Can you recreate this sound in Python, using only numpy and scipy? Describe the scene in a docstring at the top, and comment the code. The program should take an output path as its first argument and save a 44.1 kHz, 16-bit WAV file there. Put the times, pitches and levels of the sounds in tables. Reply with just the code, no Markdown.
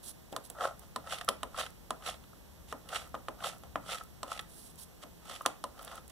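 """In a quiet, humming studio a stiff card is set down on a small inked plate and dragged over its scratched lines.
Strokes are stick-slip friction noise ringing in the card's bending and twisting modes; landings are short pulses
that excite plate modes, a crack and a decaying table boom. Tacky ink ticks, and between strokes the plate slides
on the table as a grainy swish. Two close microphone ports, the left one duller, are widened by subtracting from
each a delayed, filtered copy of the other."""
import sys
import numpy as np
from scipy import signal
from scipy.fft import rfft, irfft, next_fast_len
from scipy.io import wavfile
from scipy.ndimage import map_coordinates

SR = 44100
rng = np.random.default_rng(int(sys.argv[2]) if len(sys.argv) > 2 else 0)


def invert_db(level):
    """Linear amplitude ratio for a level in decibels (20 dB per decade), elementwise."""
    return 10 ** (np.asarray(level, dtype=float) / 20)


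def unload_audio(sound):
    """Save the sound as a 16-bit wav file, at the path given as the first command line argument."""
    columns = np.transpose(np.atleast_2d(sound))
    # keep every value between -1 and 1, then stretch to whole-number steps
    steps = np.round(np.clip(columns, -1, 1) * 32767)
    wavfile.write(sys.argv[1], SR, steps.astype(np.int16))


N = 269447

# Studio rumble: (t/s, level/dB); its spectrum: (f/Hz, relative level per Hz/dB)
RUMBLE_LEVEL = [(0.0, -63.5), (1.4, -60), (2.2, -62), (3.7, -58.5), (4.87, -63), (6.11, -62.5)]
RUMBLE_SPECTRUM = [(20, -19), (45, 5), (68, -1), (95, -4), (122, -5.5), (165, -6), (200, -2.5), (300, -34),
                   (500, -57)]
# Hum strands in the rumble: (f/Hz, level over the rumble/dB, width/Hz)
HUM_STRANDS = [(70.3, -2.5, 5.8), (118, -8.5, 7.8), (167.5, -7.5, 9.4)]
# Steady studio hiss: (f/Hz, relative level per Hz/dB)
STUDIO_SPECTRUM = [(60, -19), (150, -3), (250, -2), (400, -5), (800, -10), (1500, -15.5), (3000, -16),
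                   (8000, -18), (14000, -19.5), (15000, -20), (15550, -21), (15800, -44), (16300, -80)]
# Narrow hisses at the right port: (f/Hz, level/dB, width/Hz)
NARROW_HISSES = [(7360, -94, 39), (7700, -85, 95), (11380, -70.5, 67), (11600, -71, 60), (15200, -82, 70)]
# Thin whines at the right port: (f/Hz, peak level/dB)
WHINE_TONES = [(10061, -80), (11402, -76), (11999, -79), (15181, -82)]

# The plate slides on the table: (t at full speed/s, push before it/s, held/s, stop/s, level/dB)
PLATE_SLIDES = [(0.078, 0.047, 0.019, 0.02, -43), (0.452, .012, .004, 0.018, -50.5),
                (4.576, 0.087, 0.086, .055, -52), (4.79, 0.011, 0.046, 0.012, -47.5)]
# Sliding swish: (f/Hz, relative level per Hz/dB)
SLIDE_SPECTRUM = [(300, -10), (2000, -17.5), (4000, -5.5), (7000, -6.5), (9700, 3), (12000, -3),
                  (15400, -14), (16200, -32)]

# Bright ticks: tacky ink letting go, and the snap or rattle at a light landing (0.323 s, 0.5 s): (t/s, starting
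# level/dB); their spectrum: (f/Hz, relative level per Hz/dB)
BRIGHT_TICKS = [(0.323, -43), (0.5, -29.5), (0.7941, -41), (1.2465, -38.5), (1.704, -46.5), (2.888, -41.5),
                (3.075, -47), (3.0924, -50), (3.582, -47.5), (4.0362, -43), (4.411, -43), (4.757, -48),
                (5.4196, -42.5), (5.822, -43), (5.8284, -42), (5.848, -35.5), (5.9549, -41.5), (6.079, -44),
                (6.097, -44.5)]
TICK_SPECTRUM = [(2000, -7.5), (5000, -2.5), (10000, 11.5), (16000, 1)]

# The card lands: (t/s, blow level/dB, contact width/ms, crack level/dB, plate drive level/dB)
LANDINGS = [(0.3267, -22.5, 0.43, -46, -23), (0.3637, -21.5, 0.084, -29, -26),
            (0.5016, -41, 0.3, -43, -65.5), (0.961, -20.5, 0.096, -30, -22),
            (1.2886, -8.5, 0.06, -19, -22.5), (1.2923, -38, 0.082, -33, -53),
            (1.4319, -18.5, 0.073, -33.5, -25), (1.9065, -17.5, 0.12, -31.5, -20),
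            (2.7259, -22, 0.11, -40.5, -26.5), (3.1435, -21.5, 0.16, -66, -26),
            (3.1508, -27, 0.08, -63, -31.5), (3.2845, -18.5, 0.08, -42, -28), (3.636, -35, 0.17, -53, -51),
            (3.7573, -13.5, 0.1, -64, -24.5), (4.231, -23.5, 0.095, -31, -28), (5.037, -32, 0.14, -53, -58),
            (5.4616, -7.5, 0.074, -18, -21), (5.64, -23, 0.14, -32.5, -20)]
# Modes of the plate on the table: (f/Hz, width/Hz, level/dB)
PLATE_MODES = [(260, 43, -20), (575, 24, -8.5), (845, 28, -20.5), (1019, 28, -4), (1234, 56, -11),
               (1840, 127, -8)]
# Landing crack: (f/Hz, relative level per Hz/dB)
CRACK_SPECTRUM = [(1500, -33), (3000, 4), (6000, -3.5), (10000, 0), (13000, -9), (16000, -19), (17000, -48)]
# Table boom: (f/Hz, relative level per Hz/dB); its decay by 60 dB: (f/Hz, T60/s)
TABLE_SPECTRUM = [(100, -28), (200, -10), (270, 0), (360, -7.5), (520, 0.5), (800, -6.5), (1500, -17),
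                  (3000, -15), (8000, -18), (16000, -28)]
TABLE_DECAY = [(200, 0.18), (530, 0.19), (1400, 0.2), (3700, 0.019), (12000, 0.031)]

# Strokes of the card: (t of release/s, held before it/s, tail/s, card level/dB, edge level/dB)
CARD_STROKES = [(0.65, 0.032, 0.087, -36.5, -44), (0.827, .005, 0.074, -58.5, -63),
                (1.129, 0.014, 0.12, -41, -37.5), (1.605, 0.016, 0.098, -42, -37),
                (2.088, 0.022, 0.082, -43.5, -38.5), (2.716, 0.025, 0.017, -67, -55),
                (2.961, 0.019, 0.12, -42, -37.5), (3.475, .03, 0.094, -42.5, -38),
                (3.925, 0.024, 0.11, -44, -37), (4.316, 0.002, 0.13, -44.5, -43),
                (5.036, 0.0048, 0.0083, -55.5, -47.5), (5.341, 0.051, 0.15, -53.5, -48),
                (5.983, 0.21, 0.03, -56.5, -59), (6.1, .005, 0.022, -68, -60.5)]
# The edge or a corner catches hard: (t/s, card level/dB, rasp level/dB)
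HARD_CATCHES = [(0.607, -32, -41.5), (0.6428, -33, -64), (1.071, -41.5, -49), (1.1073, -48, -40),
                (1.123, -39, -41), (1.155, -67, -52), (1.184, -57, -41), (1.211, -34, -38.5),
                (1.2786, -33.5, -49), (1.5436, -46, -56), (1.562, -44.5, -46), (1.5842, -34, -44),
                (1.5962, -41, -38), (1.663, -46, -42), (2.022, -52, -54), (2.061, -49, -36),
                (2.141, -52, -50), (2.2378, -65, -58), (2.33, -59.5, -72), (2.8893, -70, -43.5),
                (2.9253, -34.5, -58), (2.961, -42, -38.5), (3.07, -55, -74), (3.438, -35.5, -40),
                (3.468, -42, -41), (3.4986, -59, -58), (3.8975, -41, -41), (3.9507, -41.5, -52),
                (3.9817, -53, -42.5), (4.008, -41.5, -59), (4.35, -55, -47), (4.3748, -53, -41.5),
                (4.3923, -38.5, -36), (5.266, -55, -60), (5.31, -50, -48), (5.3602, -53, -41.5),
                (5.408, -40.5, -57), (5.453, -36, -57), (5.7915, -47, -49), (5.8474, -59, -59),
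                (5.877, -47, -46), (5.9105, -58, -55), (5.929, -49, -65), (5.976, -52, -51)]
# Modes in which the card bends and twists: (f/Hz, width/Hz, relative level/dB)
BENDING_MODES = [(524.5, 120, -0.5), (724, 105, 2), (866, 102, -3)]
TWISTING_MODES = [(1032, 65, -2.5), (1303, 126, 6), (1937, 52, -4.5)]
# Rasp of the edge and hiss of the ink: (f/Hz, relative level per Hz/dB)
RASP_SPECTRUM = [(1200, -24.5), (2000, -1), (3300, -1), (4500, -6.5), (6000, -34), (9000, -38)]
INK_HISS_SPECTRUM = [(3000, -50), (4500, 4.5), (6000, 2.5), (9000, 4.5), (12000, -0.5), (15400, -17),
                     (16200, -35)]

# Room decay by 60 dB: (f/Hz, T60/s); room gain: (f/Hz, level/dB)
ROOM_DECAY = [(200, 0.23), (2000, 0.32), (10000, 0.24)]
ROOM_GAIN = [(200, -8), (1500, -12.5), (4000, -17.5), (12000, -16)]
# Gain of the left port, and of the crossed copy that is subtracted: (f/Hz, level/dB)
LEFT_PORT_GAIN = [(60, 2), (300, 2), (1000, 0), (4000, -6), (8000, -7.5), (12000, -15), (16000, -15)]
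CROSS_GAIN = [(60, -59), (400, -5.5), (1200, -6), (2500, -4.5), (5000, -10.5), (9000, -14.5), (12000, -15),
              (16000, -8)]

SLIDE_EDGE_DB = -6  # where a slide starts and ends
TICK_T60_MS = 16
# Table boom: base level, growth per dB of blow (slower than the blow), gain from a longer, softer contact
TABLE_DB, TABLE_FOLLOWS, SOFT_BOOM_DB_PER_MS = -32.5, 0.55, 8.5
PRESS_S, PRESS_SHARE = 0.029, 0.47  # a press lasts this long plus a share of the tail
LET_GO_S = 0.017  # the edge springs free
# Stroke level under its top/dB: (first touch, fully pressed, sprung free, end of tail)
CARD_SHAPE, EDGE_SHAPE = (-26.5, -6, -12.5, -25.5), (-40.5, -6, -8, -32.5)
LINES_PER_S, LINE_DB, LINE_SPREAD_DB = 57, -8, 6  # lesser lines: mean rate, size over the rubbing, +/- spread
CATCH_MS, CATCH_BEND_DB, CATCH_HISS_DB = 6.4, -9, -7  # fall time; bending over twisting; hiss over rasp
CATCH_GRIT_DB = 2  # a catch is one slip, steadier than the rubbing
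TWIST_DB = -0.5  # twisting over bending
HISS_DB, HISS_FOLLOWS = -9, 0.83  # the ink hiss grows more slowly than the rasp
CROSS_DELAY_S, TOP_HZ = 0.000426, 16600


def unit(x):
    """Normalization: scaled to rms 1."""
    return x / np.sqrt(np.mean(x ** 2) + 1e-20)


def along(points, hz):
    """Interpolation of (f/Hz, value) points on a logarithmic frequency axis."""
    f, v = np.transpose(points)
    return np.interp(np.log(hz + 1), np.log(f + 1), v)


def filtered(x, response):
    """Linear filtering: the spectrum of x times a complex response of frequency."""
    m = 2 * next_fast_len(x.shape[-1] // 2 + 4096)
    spectrum = rfft(x, m) * response(np.fft.rfftfreq(m, 1 / SR))
    return irfft(spectrum, m)[..., :x.shape[-1]]


def coloured(x, spectrum):
    """Minimum phase: a causal filter from a smooth spectrum, keeping the rms of white noise."""
    def response(hz):
        cepstrum = irfft(np.log(unit(invert_db(along(spectrum, hz)))))
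        half = len(cepstrum) // 2
        # folding the cepstrum onto positive time makes the filter causal
        cepstrum[1:half] *= 2
        cepstrum[half + 1:] = 0
        return np.exp(rfft(cepstrum))[:len(hz)]
    return filtered(x, response)


def resonances(modes):
    """Modal superposition: causal band-pass responses, one row a mode, with alternating signs."""
    def response(hz):
        rows = []
        for k, (centre, width, db) in enumerate(modes):
            damping = 1j * hz * width
            rows.append((-1) ** k * invert_db(db) * damping / (centre ** 2 - hz ** 2 + damping))
        return np.array(rows)
    return response


def through(x, modes):
    """Resonance: x ringing in summed modes, keeping the rms of white noise."""
    def response(hz):
        total = resonances(modes)(hz).sum(0)
        return total / np.sqrt(np.mean(np.abs(total) ** 2))
    return filtered(x, response)


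def lumps(grain_ms):
    """Random modulation: a smooth curve with a new value every grain."""
    grains = np.arange(N) / (grain_ms * SR / 1000)
    return map_coordinates(rng.standard_normal(N // 4), [grains])


def ports(length, alike):
    """Partial coherence: noise at two ports, of which the power share `alike` is common to both."""
    shared, *own = rng.standard_normal((3, length))
    return np.sqrt(alike) * shared + np.sqrt(1 - alike) * np.array(own)


def grit(size_db, alike):
    """Friction noise: partly coherent noise whose size varies from grain to grain."""
    return unit(invert_db(size_db) * ports(N, alike))


def narrow(hz, width_hz):
    """Band limitation: noise under a narrow Gaussian passband, at rms 1."""
    return unit(filtered(rng.standard_normal(N), lambda f: np.exp(-.5 * ((f - hz) / width_hz) ** 2)))


def tail(t60s, seconds):
    """Reverberant decay: a pair of noise tails, each frequency dying at its own rate."""
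    noise = rng.standard_normal((2, round(seconds * SR)))
    hz, t, z = signal.stft(noise, SR, nperseg=256)
    decay = invert_db(-60 * t / along(t60s, hz)[:, None])
    return signal.istft(z * decay, SR, nperseg=256)[1]


def add(x, s, sound):
    """Superposition: mix a short sound in at time s."""
    part = x[..., round(s * SR):][..., :sound.shape[-1]]
    part += sound[..., :part.shape[-1]]


def swell(x, points):
    """Envelope: mix in a gain that follows (t/s, level/dB) points, with soft ends."""
    (first, _), (last, _) = points[0], points[-1]
    s, db = np.transpose([(first - .012, -110), *points, (last + .022, -110)])
    start = max(s[0], 0)
    add(x, start, invert_db(np.interp(np.arange(start, s[-1], 1 / SR), s, db)))


def studio():
    """Background noise: incoherent rumble, hum and hiss at both ports; whines and narrow hisses in the right."""
    t = np.arange(N) / SR
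    s, rumble_db = np.transpose(RUMBLE_LEVEL)
    hum = np.zeros((2, N))
    for hz, db, width_hz in HUM_STRANDS:
        hum += invert_db(db) * np.array([narrow(hz, width_hz), narrow(hz, width_hz)])
    rumble = hum + coloured(rng.standard_normal((2, N)), RUMBLE_SPECTRUM)
    hiss = invert_db(-58) * coloured(rng.standard_normal((2, N)), STUDIO_SPECTRUM)
    out = invert_db(np.interp(t, s, rumble_db)) * rumble + hiss
    for hz, db, width_hz in NARROW_HISSES:
        out[1] += invert_db(db) * narrow(hz, width_hz)
    for hz, db in WHINE_TONES:
        wander = .8 * lumps(grain_ms=60)  # slightly unsteady phase, rad
        out[1] += invert_db(db) * np.sin(2 * np.pi * hz * t + wander)
    return out


def sliding():
    """Sliding friction: a bright, slightly grainy swish that swells and stops with the plate."""
    speed = np.zeros(N)
    for s, push, held, stop, db in PLATE_SLIDES:
        edge_db = db + SLIDE_EDGE_DB
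        swell(speed, [(s - push, edge_db), (s, db), (s + held, db), (s + held + stop, edge_db)])
    return coloured(speed * grit(1.56 * lumps(grain_ms=4.4), alike=0.17), SLIDE_SPECTRUM)


def ticks():
    """Sudden release: each tick, of tacky ink or at a light landing, is a few milliseconds of decaying bright
    noise."""
    out = np.zeros((2, N))
    t_ms = np.arange(SR // 25) / SR * 1000
    for s, db in BRIGHT_TICKS:
        add(out, s, invert_db(db - 60 * t_ms / TICK_T60_MS) * ports(len(t_ms), alike=0.16))
    return coloured(out, TICK_SPECTRUM)


def taps():
    """Impact excitation: a push with its bounce, a bright crack, the plate's modes and the table booming on."""
    push, plate = np.zeros(N), np.zeros((len(PLATE_MODES), N))
    crack, table = np.zeros((2, 2, N))
    t_ms = np.arange(-SR // 1000, SR // 40) / SR * 1000
    snap = invert_db(-60 * t_ms / 7) + 0.26 * invert_db(-60 * t_ms / 40)  # a sharp front and a short rattle
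    for s, db, width_ms, crack_db, ring_db in LANDINGS:
        start = s - .001
        blow = np.exp(-.5 * (t_ms / width_ms) ** 2)
        bounce = np.exp(-.5 * ((t_ms - 1.624) / width_ms) ** 2)
        add(push, start, invert_db(db) * (blow + 0.62 * bounce))

        # each blow lands elsewhere, so the modes are driven unequally
        strengths = invert_db(ring_db + 2 * rng.standard_normal((len(PLATE_MODES), 1)))
        add(plate, start, strengths * blow / width_ms)

        add(crack, start, invert_db(crack_db) * snap * (t_ms > -.15) * ports(len(t_ms), alike=0.48))

        boom = tail(TABLE_DECAY, .3)
        boom_db = TABLE_DB + TABLE_FOLLOWS * db + SOFT_BOOM_DB_PER_MS * width_ms
        add(table, s + 0.000966, invert_db(boom_db) * (boom + 0.24 * boom[::-1]))

    def thin(hz):  # a small card radiates no bass
        return (1j * hz / (1j * hz + 400)) ** 2

    ringing = filtered(plate, resonances(PLATE_MODES)).sum(0)
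    return filtered(push + ringing, thin) + coloured(crack, CRACK_SPECTRUM) + coloured(table, TABLE_SPECTRUM)


def scraping():
    """Stick-slip friction: rubbing noise and short, steadier bursts at hard catches share the card's modes."""
    card, edge = np.zeros((2, N))
    for s, held, tail_s, card_db, edge_db in CARD_STROKES:
        touch_s = s - held - PRESS_S - PRESS_SHARE * tail_s
        times = [touch_s, s - held, s, s + min(LET_GO_S, tail_s / 2), s + tail_s]
        for part, db, shape in (card, card_db, CARD_SHAPE), (edge, edge_db, EDGE_SHAPE):
            touch, pressed, free, end = shape
            swell(part, list(zip(times, db + np.array([touch, pressed, 0, free, end]))))

    t_ms = np.arange(SR // 25) / SR * 1000
    surge = (1 - np.exp(-t_ms / 0.19)) * np.exp(-(t_ms / CATCH_MS) ** 2)  # a quick bite, then release

    # lesser lines pass under the edge at random
    when, size = rng.random((2, N))
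    lines = (when < LINES_PER_S / SR) * invert_db(LINE_DB + LINE_SPREAD_DB * 2 * (size - .5))
    bumps = 1 + signal.fftconvolve(lines, surge)[:N]
    bend = bumps * card
    twist = bumps * card * invert_db(TWIST_DB)
    rasp = bumps * edge
    hiss = bumps * edge ** HISS_FOLLOWS * invert_db(HISS_DB)

    # hard catches have noise of their own
    card_catch, edge_catch = np.zeros((2, N))
    for s, card_db, rasp_db in HARD_CATCHES:
        add(card_catch, s, invert_db(card_db) * surge)
        add(edge_catch, s, invert_db(rasp_db) * surge)
    card_catch = card_catch * grit(CATCH_GRIT_DB * lumps(grain_ms=1.5), alike=0.88)
    edge_catch = edge_catch * grit(CATCH_GRIT_DB * lumps(grain_ms=0.72), alike=0.47)

    slips = lumps(grain_ms=3.5)  # every slip shakes all parts of the rubbing at once
    bend = bend * grit(4.4 * slips, alike=0.86) + invert_db(CATCH_BEND_DB) * card_catch
    twist = twist * grit(3.7 * slips + 3.1 * lumps(grain_ms=1.5), alike=0.91) + card_catch
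    rasp = rasp * grit(1.9 * slips + 3 * lumps(grain_ms=0.72), alike=0.64) + edge_catch
    hiss = hiss * grit(0.37 * slips + 3 * lumps(grain_ms=0.53), alike=0.19) + invert_db(CATCH_HISS_DB) * edge_catch
    modal = through(bend, BENDING_MODES) + through(twist, TWISTING_MODES)
    return modal + coloured(rasp, RASP_SPECTRUM) + coloured(hiss, INK_HISS_SPECTRUM)


def reverberation(work):
    """Reverberation: convolution with a delayed, decaying noise tail, then the room's gain."""
    room = tail(ROOM_DECAY, 0.33)
    room = np.pad(room / np.linalg.norm(room[0]), ((0, 0), (300, 0)))  # delayed by 300 samples
    wet = signal.fftconvolve(work, room, axes=1)[:, :N]
    return filtered(wet, lambda hz: invert_db(along(ROOM_GAIN, hz)))


def scene():
    """Superposition of the work on the plate, a little room sound, and the studio."""
    background = studio()
    work = sliding() + ticks() + taps() + scraping()
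    return work + reverberation(work) + background


def top_cut(x):
    """Nothing passes above the cut-off."""
    return signal.sosfilt(signal.butter(12, 16790, fs=SR, output="sos"), x)


def record(dry):
    """Comb filtering: the left port is duller, and each side loses a delayed copy of the other."""
    left = filtered(dry[0], lambda hz: invert_db(along(LEFT_PORT_GAIN, hz)))
    heard = np.array([left, dry[1]])

    def crossing(hz):
        return invert_db(along(CROSS_GAIN, hz)) * np.exp(-2j * np.pi * hz * CROSS_DELAY_S)

    widened = heard - filtered(heard[::-1], crossing)
    mix = filtered(widened, lambda hz: 1 / (1 + (hz / TOP_HZ) ** 80))  # steep low-pass
    return top_cut(mix)


dry = scene()
out = record(dry)
unload_audio(out)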